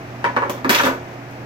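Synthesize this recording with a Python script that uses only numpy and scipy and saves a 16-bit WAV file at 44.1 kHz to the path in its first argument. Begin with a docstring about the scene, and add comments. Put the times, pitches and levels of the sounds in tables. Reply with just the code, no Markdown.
"""Plastic tubs knocking in a room

Plastic tubs are handled a few metres away in a hard-walled room: hollow knocks, then a short clatter.
Each blow rings a tub's walls, thumps its floor and cracks at the rim; small metal parts clink along.
Ventilation rushes and its fan hums underneath."""
import sys
import numpy as np
from scipy import signal
from scipy.fft import rfft, irfft
from scipy.io import wavfile
from scipy.ndimage import uniform_filter1d

SR = 44100
rng = np.random.default_rng(int(sys.argv[2]) if len(sys.argv) > 2 else 0)


def output_pcm(signal):
    """Save a mono or channel-first signal as 16-bit PCM at the path in sys.argv[1].

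    Samples are clipped to [-1, 1] before scaling.
    """
    pcm = np.clip(np.atleast_2d(signal).T, -1, 1) * 32767
    wavfile.write(sys.argv[1], SR, np.round(pcm).astype(np.int16))


N = 63945
T = np.arange(N) / SR
FREQS_HZ = np.maximum(np.fft.rfftfreq(N, 1 / SR), 1)


def gain(db):
    """Turn decibels into a number to multiply by."""
    return 10 ** (np.asarray(db) / 20)


def unit_energy(x):
    """Scale a sound so that its channels have an average energy of one."""
    return x / np.sqrt(np.mean(np.sum(x ** 2, axis=-1)))


def fade(fade_s):
    """Die away by 60 dB every fade_s seconds."""
    return np.exp(-np.log(1000) * T / fade_s)


def curve(points):
    """Join (pitch_hz, value) points into a line across all pitches."""
    hz, value = np.array(points).T
    return np.interp(np.log(FREQS_HZ), np.log(hz), value)


def colour(x, points):
    """Make some pitches louder and others softer, following (pitch_hz, level_db) points."""
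    cepstrum = irfft(np.log(gain(curve(points))), N)
    # fold the filter forward in time, so nothing rings before the sound starts
    cepstrum[1:N // 2] *= 2
    cepstrum[N // 2:] = 0
    return irfft(rfft(x) * np.exp(rfft(cepstrum)), N)


def even_out(burst, width_hz=110):
    """Flatten a burst's broad peaks and dips across pitch, and silence its second half."""
    spectrum = rfft(burst)
    power = np.mean(np.abs(np.atleast_2d(spectrum)) ** 2, axis=0)
    broad_power = uniform_filter1d(power, int(width_hz * N / SR))
    return irfft(spectrum / np.sqrt(broad_power), N) * (T < T[-1] / 2)


def wander(rate_hz):
    """Drift at random, mostly between -1 and 1."""
    step = int(SR / rate_hz)
    held = np.repeat(rng.standard_normal(N // step + 1), step)
    return uniform_filter1d(held, step)[:N]


def room_noise(alike_below_hz):
    """Noise from all around: left and right are alike in the bass and unrelated in the treble."""
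    mid, side = rfft(rng.standard_normal((2, N)))
    alike = .98 / (1 + (FREQS_HZ / alike_below_hz) ** 4)
    shared, apart = mid * np.sqrt(1 + alike), side * np.sqrt(1 - alike)
    return irfft(np.array([shared + apart, shared - apart]), N)


def ventilation():
    """Moving air makes a steady rush, and the fan adds a few wavering tones."""
    # tone colour of the rushing air: pitch_hz, level_db
    air_colour = [(25, -18), (55, -22), (90, -11.5), (125, -7.5), (170, -9.5), (280, -8.5), (400, -14),
                  (700, -10), (1000, -16), (2400, -21), (3300, -31.5), (6000, -37.5), (9800, -50),
                  (12900, -43), (16000, -52)]
    # tones of the fan: pitch_hz, level_db, waver_db
    fan_tones = [(121, -39.5, 0.5), (282.8, -48, 1), (361, -48.5, 3.5), (663, -51, 5)]
    rush = unit_energy(colour(room_noise(alike_below_hz=930), air_colour)) * np.sqrt(N)
    rush_db = -35 + .6 * wander(13.66)
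    hum = 0
    for hz, db, waver_db in fan_tones:
        height = np.sqrt(2) * gain(db + waver_db * wander(9.5))
        phase_drift = 0.51 * waver_db * wander(8)
        hum = hum + height * np.sin(2 * np.pi * hz * T + phase_drift)
    return rush * gain(rush_db) + hum


def strike(tones, noise_colour, energy_db, ring_db, noise_fade_s):
    """A struck part rings with a few clear tones; a crowd of short-lived ones blurs into noise."""
    ring = 0
    for hz, db, fade_s in tones:
        level_luck, pitch_luck = rng.standard_normal(2)  # no two blows are quite alike
        pitch_hz = hz * (1 + 0.0047 * pitch_luck)
        ring = ring + gain(db + 2 * level_luck) * fade(fade_s) * np.sin(2 * np.pi * pitch_hz * T)
    lowest_hz = tones[0][0]  # a part gives off little sound below its lowest tone
    bass_cut = signal.butter(3, 0.73 * lowest_hz, "high", fs=SR, output="sos")
    ring = signal.sosfilt(bass_cut, ring + 1e-18)
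    burst = even_out(rng.standard_normal(N) * fade(noise_fade_s))
    noise = colour(burst, noise_colour)
    blow = unit_energy(noise) + gain(ring_db) * unit_energy(ring)
    return gain(energy_db) * np.sqrt(SR) * unit_energy(blow)


def room_echo(alike_below_hz=1010, gap_s=.004):
    """A click in the room arrives directly, then off the near walls, then as a long tail."""
    # how long the room rings: pitch_hz, fade_s
    room_fades = [(150, 0.37), (350, 0.25), (700, 0.4), (1400, 0.28), (4000, 0.33), (9000, 0.3),
                  (15000, 0.23)]
    noise, fade_s = rfft(room_noise(alike_below_hz)), curve(room_fades)
    octave = np.clip(np.log2(FREQS_HZ / 125).astype(int), 0, 6)
    tail = sum(irfft(noise * (octave == k), N) * fade(fade_s[octave == k].mean())
               for k in np.unique(octave))
    near = room_noise(alike_below_hz) * fade(0.077)
    arrived = np.clip(2 * T / gap_s - 1, 0, 1)  # echoes come just after the direct sound
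    direct = gain(-3.5) * (T == 0)
    early = gain(-3.5) * unit_energy(near * arrived)
    late = gain(-2.5) * unit_energy(tail * arrived)
    return even_out(direct + early + late)


def in_room(sound, start_s):
    """Give a sound the room's echo, keeping its energy, and start it at start_s."""
    size = N // 2
    echoing = signal.fftconvolve(sound[None, :size], room_echo()[:, :size], axes=1)
    echoing = unit_energy(echoing) * np.sqrt(np.sum(sound ** 2))
    return np.pad(echoing, ((0, 0), (int(start_s * SR), size)))[:, :N]


def tub_knocks():
    """Each blow shakes the tub's walls, rim and floor in its own mix of ring, crack and thud."""
    # blows on the tub: start_s, wall_db, wall_brightness_db_per_octave, floor_db, rim_db
    blows = [(.2425, 2, 0, -5.5, -19), (.2570, -16.5, 1.5, -10.5, -19), (0.2949, -26, -2, -19, -27),
             (0.3644, 0, 0.5, -7, -26), (.3690, -6, -1, -9, -29), (0.4204, -6, -1.5, -19, -29),
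             (0.4261, -3.5, -2, -14, -44), (0.454, -16, -4, -7.5, -40), (0.4957, -10.5, -5.5, -5.5, -12.5),
             (.5480, -30, -5, -17.5, -42), (0.577, -22, 2.5, -37, -30), (.6460, -5.5, 2, -3.5, -24),
             (0.653, -43, 17, -2, -45), (0.6938, -5.5, 11, -2, 1), (.6990, -3, -0.5, 1.5, 0),
             (.7130, -20, 10, -5, -24), (0.73, -10.5, 12.5, -16, -11), (.7480, -5.5, 4, -11, 3.5),
             (.7600, -10, 8, -20, -9.5), (.7855, -11.5, 8.5, -12, -1.5), (.7955, 0.5, 1, -8.5, -22),
             (.8350, -4, 2, -1, -3), (.8540, -7, 5.5, -5, -18), (.8660, -3, 3.5, 0.5, -19),
             (.8820, -6.5, -2, -17, -16), (0.904, -14, -4, -9, -29), (0.929, -23, -7, -13, -57)]
    # clear tones of each part: pitch_hz, level_db, fade_s
    wall_tones = [(564.4, -5, 0.11), (953, -2.5, 0.063), (987.5, -3, 0.095), (1044, -4, .07),
                  (1112, -1.5, 0.066), (1209, -2.5, .06), (1348, -7, 0.068), (1483, -8, 0.12),
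                  (1694, -9.5, .1), (2270, -12, 0.11)]
    rim_tones = [(2335, 3.5, 0.052), (2746, -3, 0.05), (3322, 6.5, 0.036), (3604, 3, 0.051),
                 (3740, -6, 0.033), (4400, -5, 0.061), (5870, -7, 0.06)]
    floor_tones = [(257, -2, 0.12), (262.5, -1.5, 0.13), (301, -7, 0.039), (363.4, -1.5, 0.1),
                   (474.5, -9, 0.094), (574, -3, 0.048)]
    # tone colour of each part's noise: pitch_hz, level_db
    wall_noise = [(150, -49), (400, -21), (770, -15), (960, 5), (1550, -1.5), (2000, -8), (2500, -14.5),
                  (3300, -24), (8000, -52.5)]
    rim_noise = [(300, -33), (1000, -11), (1800, 6), (2600, 7), (3700, -1), (4800, -5.5), (6300, -7.5),
                 (8000, -16), (11000, -41), (16000, -40)]
    floor_noise = [(60, -19), (170, -34.5), (250, 1.5), (330, -3.5), (430, -1), (600, -2.5), (800, -8),
                   (1500, -30.5), (5000, -92.5)]
    knocks = 0
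    for start_s, wall_db, brightness, floor_db, rim_db in blows:
        ring = strike(wall_tones, wall_noise, energy_db=-31, ring_db=0.67, noise_fade_s=0.018)
        ring = colour(ring, [(250, -2 * brightness), (4000, 2 * brightness)])
        crack = strike(rim_tones, rim_noise, energy_db=-36.5, ring_db=-4.1, noise_fade_s=.015)
        thud = strike(floor_tones, floor_noise, energy_db=-35, ring_db=-2.1, noise_fade_s=0.038)
        knock = gain(wall_db) * ring + gain(rim_db) * crack + gain(floor_db) * thud
        knocks = knocks + in_room(knock, start_s)
    return knocks


def metal_clinks(right_louder_db=3):
    """Small metal parts are struck and ring briefly, high above the knocks."""
    # hits on the metal: start_s, level_db
    hits = [(0.4967, -2), (.6460, -17.5), (0.6937, 8.5), (.7030, 8), (.7270, 0), (0.749, 4.5), (0.767, -5),
            (0.808, -2), (0.835, -10), (.8510, -0.5), (0.866, -3.5), (1.307, -25)]
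    # clear tones of the metal: pitch_hz, level_db, fade_s
    metal_tones = [(6690, -8, 0.036), (8870, -19, .05), (11650, 4.5, 0.062), (12400, -4, .04),
                   (13300, -1, .05), (14660, 0.5, 0.046), (15000, -19, .06)]
    # tone colour of the metal's noise: pitch_hz, level_db
    metal_noise = [(1500, -19), (4000, -3.5), (6300, -2.5), (8500, -4.5), (10600, -5.5), (11800, -5.5),
                   (14500, 3.5), (16000, -6.5)]
    clinks = 0
    for start_s, db in hits:
        clink = strike(metal_tones, metal_noise, energy_db=-47, ring_db=-6.5, noise_fade_s=0.026)
        clinks = clinks + in_room(gain(db) * clink, start_s)
    return gain([[-right_louder_db / 2], [right_louder_db / 2]]) * clinks


def scene():
    """Knocks and clinks over the ventilation."""
    return tub_knocks() + metal_clinks() + ventilation()


def record(dry, left_lag_s=0.0002403, ceiling=.9, top_hz=15900):
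    """Two spaced microphones each colour the sound; the recorder rounds peaks and cuts the top treble."""
    # how much louder the left microphone is than the right: pitch_hz, level_db
    mic_balance = [(250, -2), (750, -2), (1280, -1), (1650, 7.5), (2200, 2.5), (2850, -2.5), (3700, -1.5),
                   (4700, -4.5), (6000, -11.5), (8000, -2), (10000, 3), (12000, 0), (15000, 3.5)]
    left, right = rfft(dry)
    lean = gain(curve(mic_balance) / 2)
    delay = np.exp(-2j * np.pi * FREQS_HZ * left_lag_s)  # sound reaches the right microphone first
    mics = irfft(np.array([left * lean * delay, right / lean]), N)
    rounded = mics / (1 + (mics / ceiling) ** 6) ** (1 / 6)
    treble_cut = signal.ellip(10, .2, 80, top_hz, fs=SR, output="sos")
    return signal.sosfilt(treble_cut, rounded)


dry = scene()
out = record(dry)
output_pcm(out)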